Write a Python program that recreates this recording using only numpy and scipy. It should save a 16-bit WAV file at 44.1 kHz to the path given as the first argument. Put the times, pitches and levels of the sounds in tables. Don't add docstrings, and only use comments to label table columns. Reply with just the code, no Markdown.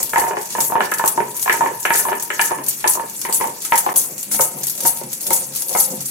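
import sys
import numpy as np
from scipy import signal
from scipy.fft import rfft, irfft, next_fast_len
from scipy.io import wavfile
from scipy.ndimage import uniform_filter1d

SR = 44100
rng = np.random.default_rng(int(sys.argv[2]) if len(sys.argv) > 2 else 0)


def store_pcm(level_fs):
    pcm = np.round(np.clip(level_fs, -1, 1) * 32767).astype(np.int16)
    wavfile.write(sys.argv[1], SR, np.atleast_2d(pcm).T)


N = 269353

# peak t/s, rise t/s, peak level/dB
STROKES = [(.03, 0.24, -54), (.2, 0.064, -27.5), (.47, 0.22, -48), (0.634, 0.06, -18.5), (.98, 0.064, -46),
           (1.09, 0.046, -22.5), (1.43, 0.035, -25.5), (1.53, 0.16, -31), (1.83, 0.15, -46),
           (1.99, 0.11, -17.5), (2.23, 0.026, -58), (2.429, 0.018, -20), (2.692, 0.078, -27.5),
           (2.891, 0.0074, -15), (3.22, 0.31, -40), (3.339, 0.014, -15), (3.649, 0.094, -32),
           (3.79, 0.11, -21.5), (3.977, 0.023, -12.5), (4.23, 0.26, -35), (4.316, 0.008, -17.5),
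           (4.421, 0.047, -17), (4.68, 0.16, -29), (4.864, 0.022, -13.5), (5.14, 0.026, -60),
           (5.27, 0.11, -30), (5.34, 0.036, -14.5), (5.558, 0.045, -29), (5.72, 0.13, -27.5),
           (5.804, 0.076, -16), (6.07, 0.25, -51)]
# f/Hz, level per Hz/dB
GRIT_SPECTRUM = [(100, -35), (600, -18), (1940, -13.5), (3300, -9.5), (3790, -8.5), (5490, -1.5), (6560, 1),
                 (6960, 4), (8210, -0.5), (9190, -0.5), (10500, -2.5), (14200, -9.5), (16000, -21)]
BODY_FALL = 165


def undb(db):
    return 10 ** (np.asarray(db) / 20)


def level(x, db):
    return x * undb(db) / np.sqrt(np.mean(x ** 2))


def curves(table):
    s, *columns = np.transpose(table)
    return [np.interp(np.arange(N) / SR, s, c) for c in columns]


def colour(x, table, share=0.87):
    hz, db = np.transpose(table)
    size = next_fast_len(N + 4096)
    f = np.arange(size // 2 + 1) * SR / size
    gain = undb(share * np.interp(np.log(f + 1), np.log(hz), db))
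    return irfft(rfft(x, size) * gain, size)[..., :N]


def split(x, hz):
    return [signal.sosfilt(signal.butter(3, hz, kind, fs=SR, output="sos"), x) for kind in ("low", "high")]


def ring(x, hz, t60):
    pole = np.exp(2j * np.pi * hz / SR - np.log(1000) / (t60 * SR))
    return signal.lfilter([1], [1, -pole], x)


def shifting(x, hz, t60, s, shares):
    event = np.searchsorted(s[1:] * SR, np.arange(N))
    turn = np.exp(2j * np.pi * hz / SR * np.cumsum(shares[event]))
    return turn * ring(x * np.conj(turn), hz, t60)


def clicks(times, sizes):
    x = np.zeros(N)
    np.add.at(x, np.clip((np.asarray(times) * SR).astype(int), 0, N - 1), sizes)
    return x


def grains(rate, spread_db):
    sizes = undb(spread_db * np.minimum(rng.exponential(size=N), 4.5)) * rng.choice([-1, 1], N)
    return level(sizes * (rng.random(N) < rate / SR), 0)


def crackle(rate, spread_db, grain_s, edge_hz=10000, alike=0.072):
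    power = signal.lfilter([1], [1, -np.exp(-1 / (grain_s * SR))], grains(rate, spread_db) ** 2)
    noise = rng.standard_normal((3, N))
    pair = np.sqrt(power) * (noise[1:] + alike * noise[0])
    return [level(band, 0) for band in split(colour(pair, GRIT_SPECTRUM), edge_hz)]


def swells(peak_s, rise_s, db, fall_db_per_s):
    step = 32
    rise_db = 20
    lag = np.arange(0, N + step, step)[:, None] / SR - peak_s
    down = np.where(lag < 0, -lag * rise_db / np.maximum(rise_s, .002), lag * fall_db_per_s)
    power = np.sum(undb(2 * (db - down)), axis=1)
    return np.interp(np.arange(N), np.arange(len(power)) * step, np.sqrt(power))


def patchy(x, depth_db, hold_s, width_hz):
    size = 256
    z = signal.stft(x, nperseg=size)[2]
    steps = [max(int(width_hz * size / SR), 1), max(int(hold_s * SR / size * 2), 1)]
    field = rng.standard_normal(z.shape[1:])
    for axis in (0, 1):
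        for _ in range(2):
            field = uniform_filter1d(field, steps[axis], axis=axis)
    gain = undb(depth_db * field / field.std())
    return signal.istft(z * gain / np.sqrt(np.mean(gain ** 2)), nperseg=size)[1][:, :N]


def hum():
    # f/Hz, level per Hz/dB
    hum_spectrum = [(15, -54), (25, -35), (69, -28), (115, -4), (184, 0), (500, -8.5), (665, -29),
                    (907, -14), (1130, -23.5), (2700, -17.5), (3750, -47), (5000, -34), (6500, -62),
                    (11000, -120)]
    mid, side = colour(rng.standard_normal((2, N)), hum_spectrum)
    side = undb(-19) * side + split(side, 1300)[1]
    return level(np.array([mid + side, mid - side]), -45)


def grit():
    # t/s, level of the top/dB
    slide_hiss = [(0, -29.5), (.35, -42.5), (.56, -34), (.79, -50.5), (.82, -32.5), (.9, -38.5),
                  (1.03, -38), (1.2, -42.5), (1.33, -34.5), (1.6, -38.5), (1.76, -37.5), (2.15, -41),
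                  (2.4, -33), (2.6, -43), (2.8, -33.5), (3.06, -43.5), (3.25, -34.5), (3.5, -40),
                  (3.9, -40), (4.15, -41.5), (4.55, -40), (5.05, -38), (5.5, -38.5), (6.11, -33.5)]
    slide_body_db = -2.5
    body_share, body_db = 0.54, -21
    crush_fall = 222
    s, rise_s, db = np.transpose(STROKES)
    low, high = crackle(1500, 2.5, 0.0011)
    seeds = crackle(150, 4.2, 0.00084)
    seed_gain = undb(-11)
    low, high = low + seed_gain * seeds[0], high + seed_gain * seeds[1]
    slide = undb(curves(slide_hiss)[0])
    body = undb(slide_body_db) * slide + swells(s, rise_s, body_db + body_share * db, BODY_FALL)
    top = slide + swells(s, rise_s, db, crush_fall)
    return body * low + top * high


def drags():
    drag_strokes = [(0, -58.5, -56), (0.188, -59, -51), (.33, -51, -57), (.61, -61, -44), (.8, -48.5, -46),
                    (1.06, -72, -93), (1.21, -52, -44), (1.32, -64, -49), (1.63, -51.5, -42),
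                    (1.93, -74, -74), (2.123, -46.5, -43.5), (2.42, -54.5, -51), (2.599, -57.5, -44.5),
                    (2.868, -76, -76.5), (3.02, -56, -50.5), (3.31, -59.5, -50), (3.47, -53, -43.5),
                    (3.74, -69, -53), (3.93, -53, -45), (4.118, -59.5, -48), (4.342, -65, -43),
                    (4.578, -59, -42.5), (4.84, -58.5, -48), (5.05, -62, -40), (5.318, -54, -43),
                    (5.5, -68, -47), (5.759, -52, -52), (5.931, -56, -37), (6.02, -85, -43)]
    rise_s, fall = 0.13, 191
    middle_db = -3
    peak_s, lower_db, deep_db = np.transpose(drag_strokes)
    scrape = grains(900, 4.2)
    deep, lower = [scrape * swells(peak_s, rise_s, db, fall) for db in (deep_db, lower_db)]
    return deep, lower, undb(middle_db) * lower


def chatter(s, blows_db, wet_db):
    below_db, rise_s, fall = -33, 0.022, 109
    slips = grains(500, 3.14) * undb(wet_db)
    return slips * np.array([swells(s + rise_s, rise_s, db + below_db, fall) for db in blows_db])


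def crack(contact):
    # f/Hz, level against the upper modes/dB, t60/s
    crack_modes = [(1040, -10, .004), (2150, 5, 0.0042), (2780, -2, 0.0026)]
    return -sum(undb(db) * ring(contact, hz, t60).imag for hz, db, t60 in crack_modes) * np.ones((2, 1))


def stones(scatter_db=3.5, push_hz=4500):
    # t/s, level on the middle modes/dB, upper modes/dB, lower modes/dB
    knocks = [(.002, -26, -29.5, -27.5), (.134, -13.5, -14, -24.5), (.159, -8, -11, -33),
              (0.173, -7, -43, -42), (0.18, -13, -38, -22.5), (0.216, -32, -24, -23), (0.24, -17, -28, -24),
              (.267, -17.5, -25, -41), (0.278, -17, -37, -25), (0.31, -20, -23, -33),
              (0.333, -19, -30, -41), (.369, -15.5, -22, -19), (0.551, -18, -21.5, -26.5),
              (.583, -13.5, -22.5, -23), (0.61, -22, -36, -50), (0.7, -18, -35, -27),
              (0.722, -10.5, -28, -27), (.755, -11, -21.5, -19), (.764, -13, -24, -34),
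              (.781, -23, -28, -22), (.806, -9, -8, -19.5), (.818, -32, -45, -36), (0.919, -18, -12.5, -23),
              (.995, -16, -16.5, -26), (1.011, -19, -34, -41), (1.040, -10, -24, -21.5),
              (1.053, -25, -33, -25), (1.176, -8, -24, -18), (1.203, -18, -19.5, -18.5),
              (1.459, -15, -22, -28), (1.478, -12, -14, -38), (1.496, -10.5, -7, -23.5),
              (1.507, -32, -28, -27), (1.541, -18.5, -18.5, -28), (1.608, -8, -23, -33),
              (1.618, -16, -23, -24), (1.639, -12, -32, -29), (1.66, -15, -20.5, -25),
              (1.686, -30, -38, -26), (1.715, -43, -37, -26), (1.719, -26, -44, -44), (1.852, -13, -7, -23),
              (1.905, -10.5, -8, -19.5), (1.949, -21, -19, -23.5), (2.052, -13, -28, -40),
              (2.086, -14, -22.5, -29), (2.119, -17, -21.5, -28), (2.129, -15.5, -19.5, -38),
              (2.303, -24, -14, -27), (2.394, -10, -6, -33), (2.508, -17, -29, -24),
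              (2.516, -12.5, -27, -21), (2.586, -25, -30, -26.5), (2.842, -10, -14.5, -28),
              (2.858, -17, -42, -19), (2.954, -20, -42, -28), (2.972, -18.5, -44, -28),
              (2.997, -19.5, -29, -30), (3.036, -26, -35, -29.5), (3.251, -21.5, -22, -29),
              (3.288, -25, -29, -26), (3.296, -17, -34, -34), (3.402, -20, -34, -31),
              (3.411, -12, -21.5, -20), (3.442, -14, -31, -52), (3.48, -35, -33, -28),
              (3.652, -53, -29.5, -62), (3.722, -8, -10, -26), (3.732, -14.5, -39, -24),
              (3.745, -17.5, -27, -26), (3.835, -25, -43, -56), (3.864, -8.5, -28.5, -21),
              (3.89, -17.5, -22, -21), (4.314, -36, -28.5, -34.5), (4.344, -25.5, -30, -52),
              (4.391, -20, -20.5, -26), (4.395, -13.5, -20, -15.5), (4.402, -31, -43, -26.5),
              (4.574, -29, -45, -35), (4.852, -13.5, -21, -23), (5.014, -29, -39, -23),
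              (5.306, -13.5, -22, -16.5), (5.315, -41, -30, -26), (5.71, -26, -59, -28.5),
              (5.75, -12, -18, -21.5), (5.761, -30, -20.5, -27), (5.875, -33, -54, -31),
              (5.903, -42, -52, -32)]
    # f/Hz, level/dB, t60/s, right port's lead/rad, change once coated in paste/dB
    stone_modes = [(136.8, -26, 0.37, 0.55, 0), (209.6, -17, 0.087, 0.47, 1),
                   (292, -12, 0.086, 0.18, -16.5), (357.4, -4, 0.075, 0.044, -6.5),
                   (416.4, -4.5, 0.11, 0.14, -14), (441, -2, 0.015, 0.17, 2), (475, 1, 0.04, 0.072, -1.5),
                   (521.6, -8.5, 0.064, 0.14, 9.5), (566, -1.5, 0.047, 0.57, 1.5),
                   (675, -3, 0.0093, 1.7, 1), (658, -2, 0.011, 1.37, 3.5), (738, -7.5, 0.053, 1.32, 6.5),
                   (807, 0, 0.026, 2.42, -3), (816, -10.5, 0.09, 2.58, 7), (874, -5.5, 0.037, 1.3, 3.5),
                   (919.7, 1.5, 0.075, 1.58, -4), (939.6, 1.5, 0.033, 2.68, -5),
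                   (1005.7, 6, 0.024, 0.54, -6.5), (1017.2, 4, 0.04, 0.37, -10),
                   (1217, 1, 0.01, 2.2, -14.5), (1283, -11, 0.042, 0.63, 10), (1482, -1, 0.022, 1, -3),
                   (1652, -2.5, 0.021, 2.1, -4), (1733, -0.5, 0.03, 0.33, -16), (1700, 1, 0.029, 7.1, -21),
                   (1886, -6, 0.034, 0.36, -18), (1880, 7.5, 0.012, 1.5, -11),
                   (2130, -8.5, 0.017, 0.25, 12), (2240, -2.5, 0.0076, 1.04, 4.5),
                   (2350, -5, 0.02, 1.9, -8), (2530, -10, 0.035, 0.74, -16), (2640, -13.5, 0.027, 2.3, -14),
                   (2890, -7.5, 0.027, 1.6, -7), (3120, -15.5, 0.0028, 6, -18)]
    # t/s, share of the stone coated/0-1, chatter level/dB, crack level/dB
    paste = [(0, 0.31, -8, -5), (1.3, 0.23, -10, -2.5), (2.7, 0.13, -10, 1), (3.3, 0.28, -12, 2),
             (3.95, 0.37, -8.5, 4), (4.2, 0.62, -7, -15), (6.11, 1, -13.5, -13)]
    s, middle, upper, lower = np.transpose(knocks)
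    groups_db = (lower, middle, upper)
    coated, wet_db, crack_db = curves(paste)
    rubs = chatter(s, groups_db, wet_db)
    rub_deep, drag_lower, drag_middle = drags()
    rubs[0] += drag_lower
    rubs[1] += drag_middle
    chance = np.clip(rng.standard_normal((len(s), len(stone_modes))), -2, 1.3)
    shift = 0.011 * rng.standard_normal((len(s), len(stone_modes)))
    contact = split(clicks(s, undb(upper)) * undb(crack_db), 650)[1]
    out = crack(contact)
    for k, (hz, mode_db, t60, lead, coated_db) in enumerate(stone_modes):
        group = (hz > 700) + (hz > 1250)
        blow = clicks(s, undb(groups_db[group] + scatter_db * chance[:, k]))
        rub = rub_deep if hz < 320 else rubs[group]
        force = (blow + rub) * undb(coated_db * np.clip(coated, 0, 1))
        turn = (-1) ** k * undb(mode_db) * np.exp(.5j * lead * np.array([[-1], [1]]))
        out = out + (turn * shifting(force, hz, t60, s, shift[:, k])).imag
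    out = split(out, 116)[1]
    return split(split(out, push_hz)[0], push_hz)[0]


def clash_spray(s, db, bright_db):
    body_t60, top_t60 = 0.19, 0.067
    low, high = crackle(3300, 5.3, 0.00079)
    t = np.arange(SR // 8) / SR

    def tails(tail_db, t60):
        return signal.oaconvolve(clicks(s, undb(tail_db)), np.exp(-np.log(1000) * t / t60))[:N]

    return 0.22 * tails(db, body_t60) * low + tails(db + bright_db, top_t60) * high


def clash_ticks(s, db, bright_db, tick_db):
    t = np.arange(SR // 8) / SR
    hits = clicks(s, undb(db + np.clip(bright_db, -8, 12) + tick_db))
    tick = signal.oaconvolve(hits, np.exp(-t / .0025))[:N]
    return tick * level(colour(rng.standard_normal((2, N)), GRIT_SPECTRUM), 0)


def wrist_rattle(rattle_db):
    peak_s, rise_s, crush_db = np.transpose(STROKES)
    return undb(rattle_db) * grains(720, 3.3) * swells(peak_s, rise_s, crush_db, BODY_FALL)


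def bangles(ring_db=-22, tick_db=2, rattle_db=-46):
    # t/s, peak level/dB, brightness/dB
    clashes = [(0.028, -31, 19.5), (0.094, -16.5, -13), (0.18, -16, -6), (0.197, -28.5, 11),
               (0.413, -26, -1), (0.43, -34, 1), (0.457, -24.5, -5), (0.504, -17.5, -21),
               (0.524, -19.5, -9), (0.605, -10, -8), (0.81, -36.5, -5), (0.846, -33, -4.5),
               (0.915, -34.5, 10.5), (0.938, -28, 9), (0.978, -43, 4), (0.984, -19, 1),
               (1.0582, -25.5, 6.5), (1.077, -23, 12.5), (1.366, -39, 20.5), (1.3954, -29, 8),
               (1.427, -22, 6), (1.5264, -22.5, 7.5), (1.673, -28, -2), (1.7995, -42.5, 21),
               (1.8297, -24, -7), (1.855, -22, -4), (1.917, -30, -8), (1.929, -32.5, -5), (1.936, -13, -17),
               (1.955, -18, 0), (1.9737, -29.5, 16), (1.984, -38, 20), (2.152, -49, 20),
               (2.1982, -24.5, 2.5), (2.224, -40, 21), (2.3366, -23.5, -6), (2.413, -16.5, 4),
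               (2.578, -36, -4), (2.6375, -29, 1), (2.664, -27.5, 6), (2.683, -37, 22), (2.693, -29, 2),
               (2.876, -9.5, 0), (2.902, -38, -4), (2.935, -30.5, 10), (2.948, -33, 7), (3.097, -25, -7.5),
               (3.204, -40, 1), (3.2151, -15, -12), (3.3257, -21, 7), (3.3355, -45, 13),
               (3.6197, -25.5, 0.5), (3.649, -16.5, -9), (3.731, -23, -11), (3.756, -16.5, 1),
               (3.7777, -16, 1.5), (3.9598, -15, 1), (4.03, -38, 9), (4.18, -19.5, -9), (4.229, -29, 4),
               (4.314, -20.5, -8.5), (4.319, -21, 0), (4.338, -12.5, -20), (4.408, -12.5, -7),
               (4.634, -19, 1), (4.669, -28, 7), (4.6806, -31, 8), (4.697, -36, 18), (4.752, -40, 17),
               (4.777, -19.5, -5), (4.805, -17, -3), (4.834, -26, 4), (4.8497, -15, -11), (4.8632, -23, -4),
               (4.9856, -34, 5), (5.034, -25, -8), (5.118, -36.5, 10), (5.13, -22.5, 3.5), (5.187, -55, -3),
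               (5.208, -36.5, 15), (5.215, -37, 8), (5.2666, -18, 0), (5.3053, -12, -6), (5.331, -31.5, 21),
               (5.432, -39, 6), (5.55, -31, 8.5), (5.56, -20.5, 1.5), (5.611, -41, 5), (5.621, -27, 8),
               (5.693, -20, -3), (5.728, -13, -11), (5.771, -20, 1), (5.7919, -29, -4), (5.8002, -29, 8.5),
               (5.918, -41, 11), (6.007, -19.5, -4), (6.057, -38, 22)]
    # f/Hz, level/dB, t60/s
    bangle_modes = [(6570, 9, 0.035), (7700, 4, 0.03), (8300, 10, 0.03), (10100, 13, 0.025),
                    (10660, 15, 0.04), (11400, 9, 0.023), (12730, 11, .02)]
    s, db, bright_db = np.transpose(clashes)
    out = clash_spray(s, db, bright_db) + clash_ticks(s, db, bright_db, tick_db)
    rattle = wrist_rattle(rattle_db)
    scatter_db = 4 * np.clip(rng.standard_normal((len(s), len(bangle_modes))), -2, 1.5)
    shift = .025 * rng.standard_normal((len(s), len(bangle_modes)))
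    for k, (hz, mode_db, t60) in enumerate(bangle_modes):
        blows = clicks(s, undb(db + np.minimum(bright_db, 0) + ring_db + scatter_db[:, k]))
        force = blows + np.roll(rattle, k * 7)
        rings = undb(mode_db) * shifting(force, hz, t60, s, shift[:, k])
        out += [rings.imag, rings.real]
    return out


def kitchen(x, t60, db, gap_s):
    t = np.arange(SR // 4) / SR
    tail = rng.standard_normal((2, len(t))) * np.exp(-np.log(1000) * t / t60) * (t >= gap_s)
    tail = tail / np.sqrt(np.sum(tail ** 2, axis=1, keepdims=True))
    return undb(db) * signal.oaconvolve(x[None], tail, axes=1)[:, :N]


def deep_bursts():
    bursts = [(0.059, -47), (.21, -44), (.61, -58), (.81, -56), (1.06, -57), (1.62, -56), (2.4, -64),
              (2.87, -52), (3.39, -49), (3.73, -63), (4.41, -59), (5.32, -58), (5.77, -58)]
    rise_s, fall = 0.097, 400
    peak_s, db = np.transpose(bursts)
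    noise = rng.standard_normal((3, N))
    noise = noise[2] + 0.2 * noise[:2]
    flutter = split(split(noise, 60)[0], 38)[1]
    return level(flutter, 0) * swells(peak_s, rise_s, db, fall)


def ports(pair):
    # f/Hz, level left minus right/dB
    port_colour = [(300, -3.5), (4400, -0.5), (8500, -1), (11000, 7), (15000, 8.5)]
    return np.array([colour(pair[0], port_colour, .5), colour(pair[1], port_colour, -.5)])


def scene():
    low = stones()
    high = patchy(grit(), 3.5, .015, 2500) + bangles()
    stone_walls = kitchen(split(low[0], 527)[1], 0.22, -2, 0.0051)
    walls = stone_walls + kitchen(high[0], 0.087, -1.5, 0.0018)
    mid, side = (low[0] + low[1]) / 2, split((low[0] - low[1]) / 2, 180)[1]
    return mid + [side, -side] + ports(high + walls) + hum() + deep_bursts()


def record(dry):
    # from t/s, to t/s, level/dB
    dropout = (3.932, 3.939, -24)
    edge_s, top_hz = .001, 15900
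    start, stop, db = dropout
    gain = undb(np.interp(np.arange(N) / SR, [start - edge_s, start, stop, stop + edge_s], [0, db, db, 0]))
    dipped = gain * dry
    soft = dipped / (1 + dipped ** 4) ** .25
    return signal.sosfilt(signal.ellip(12, .2, 90, top_hz, fs=SR, output="sos"), soft)


dry = scene()
out = record(dry)
store_pcm(out)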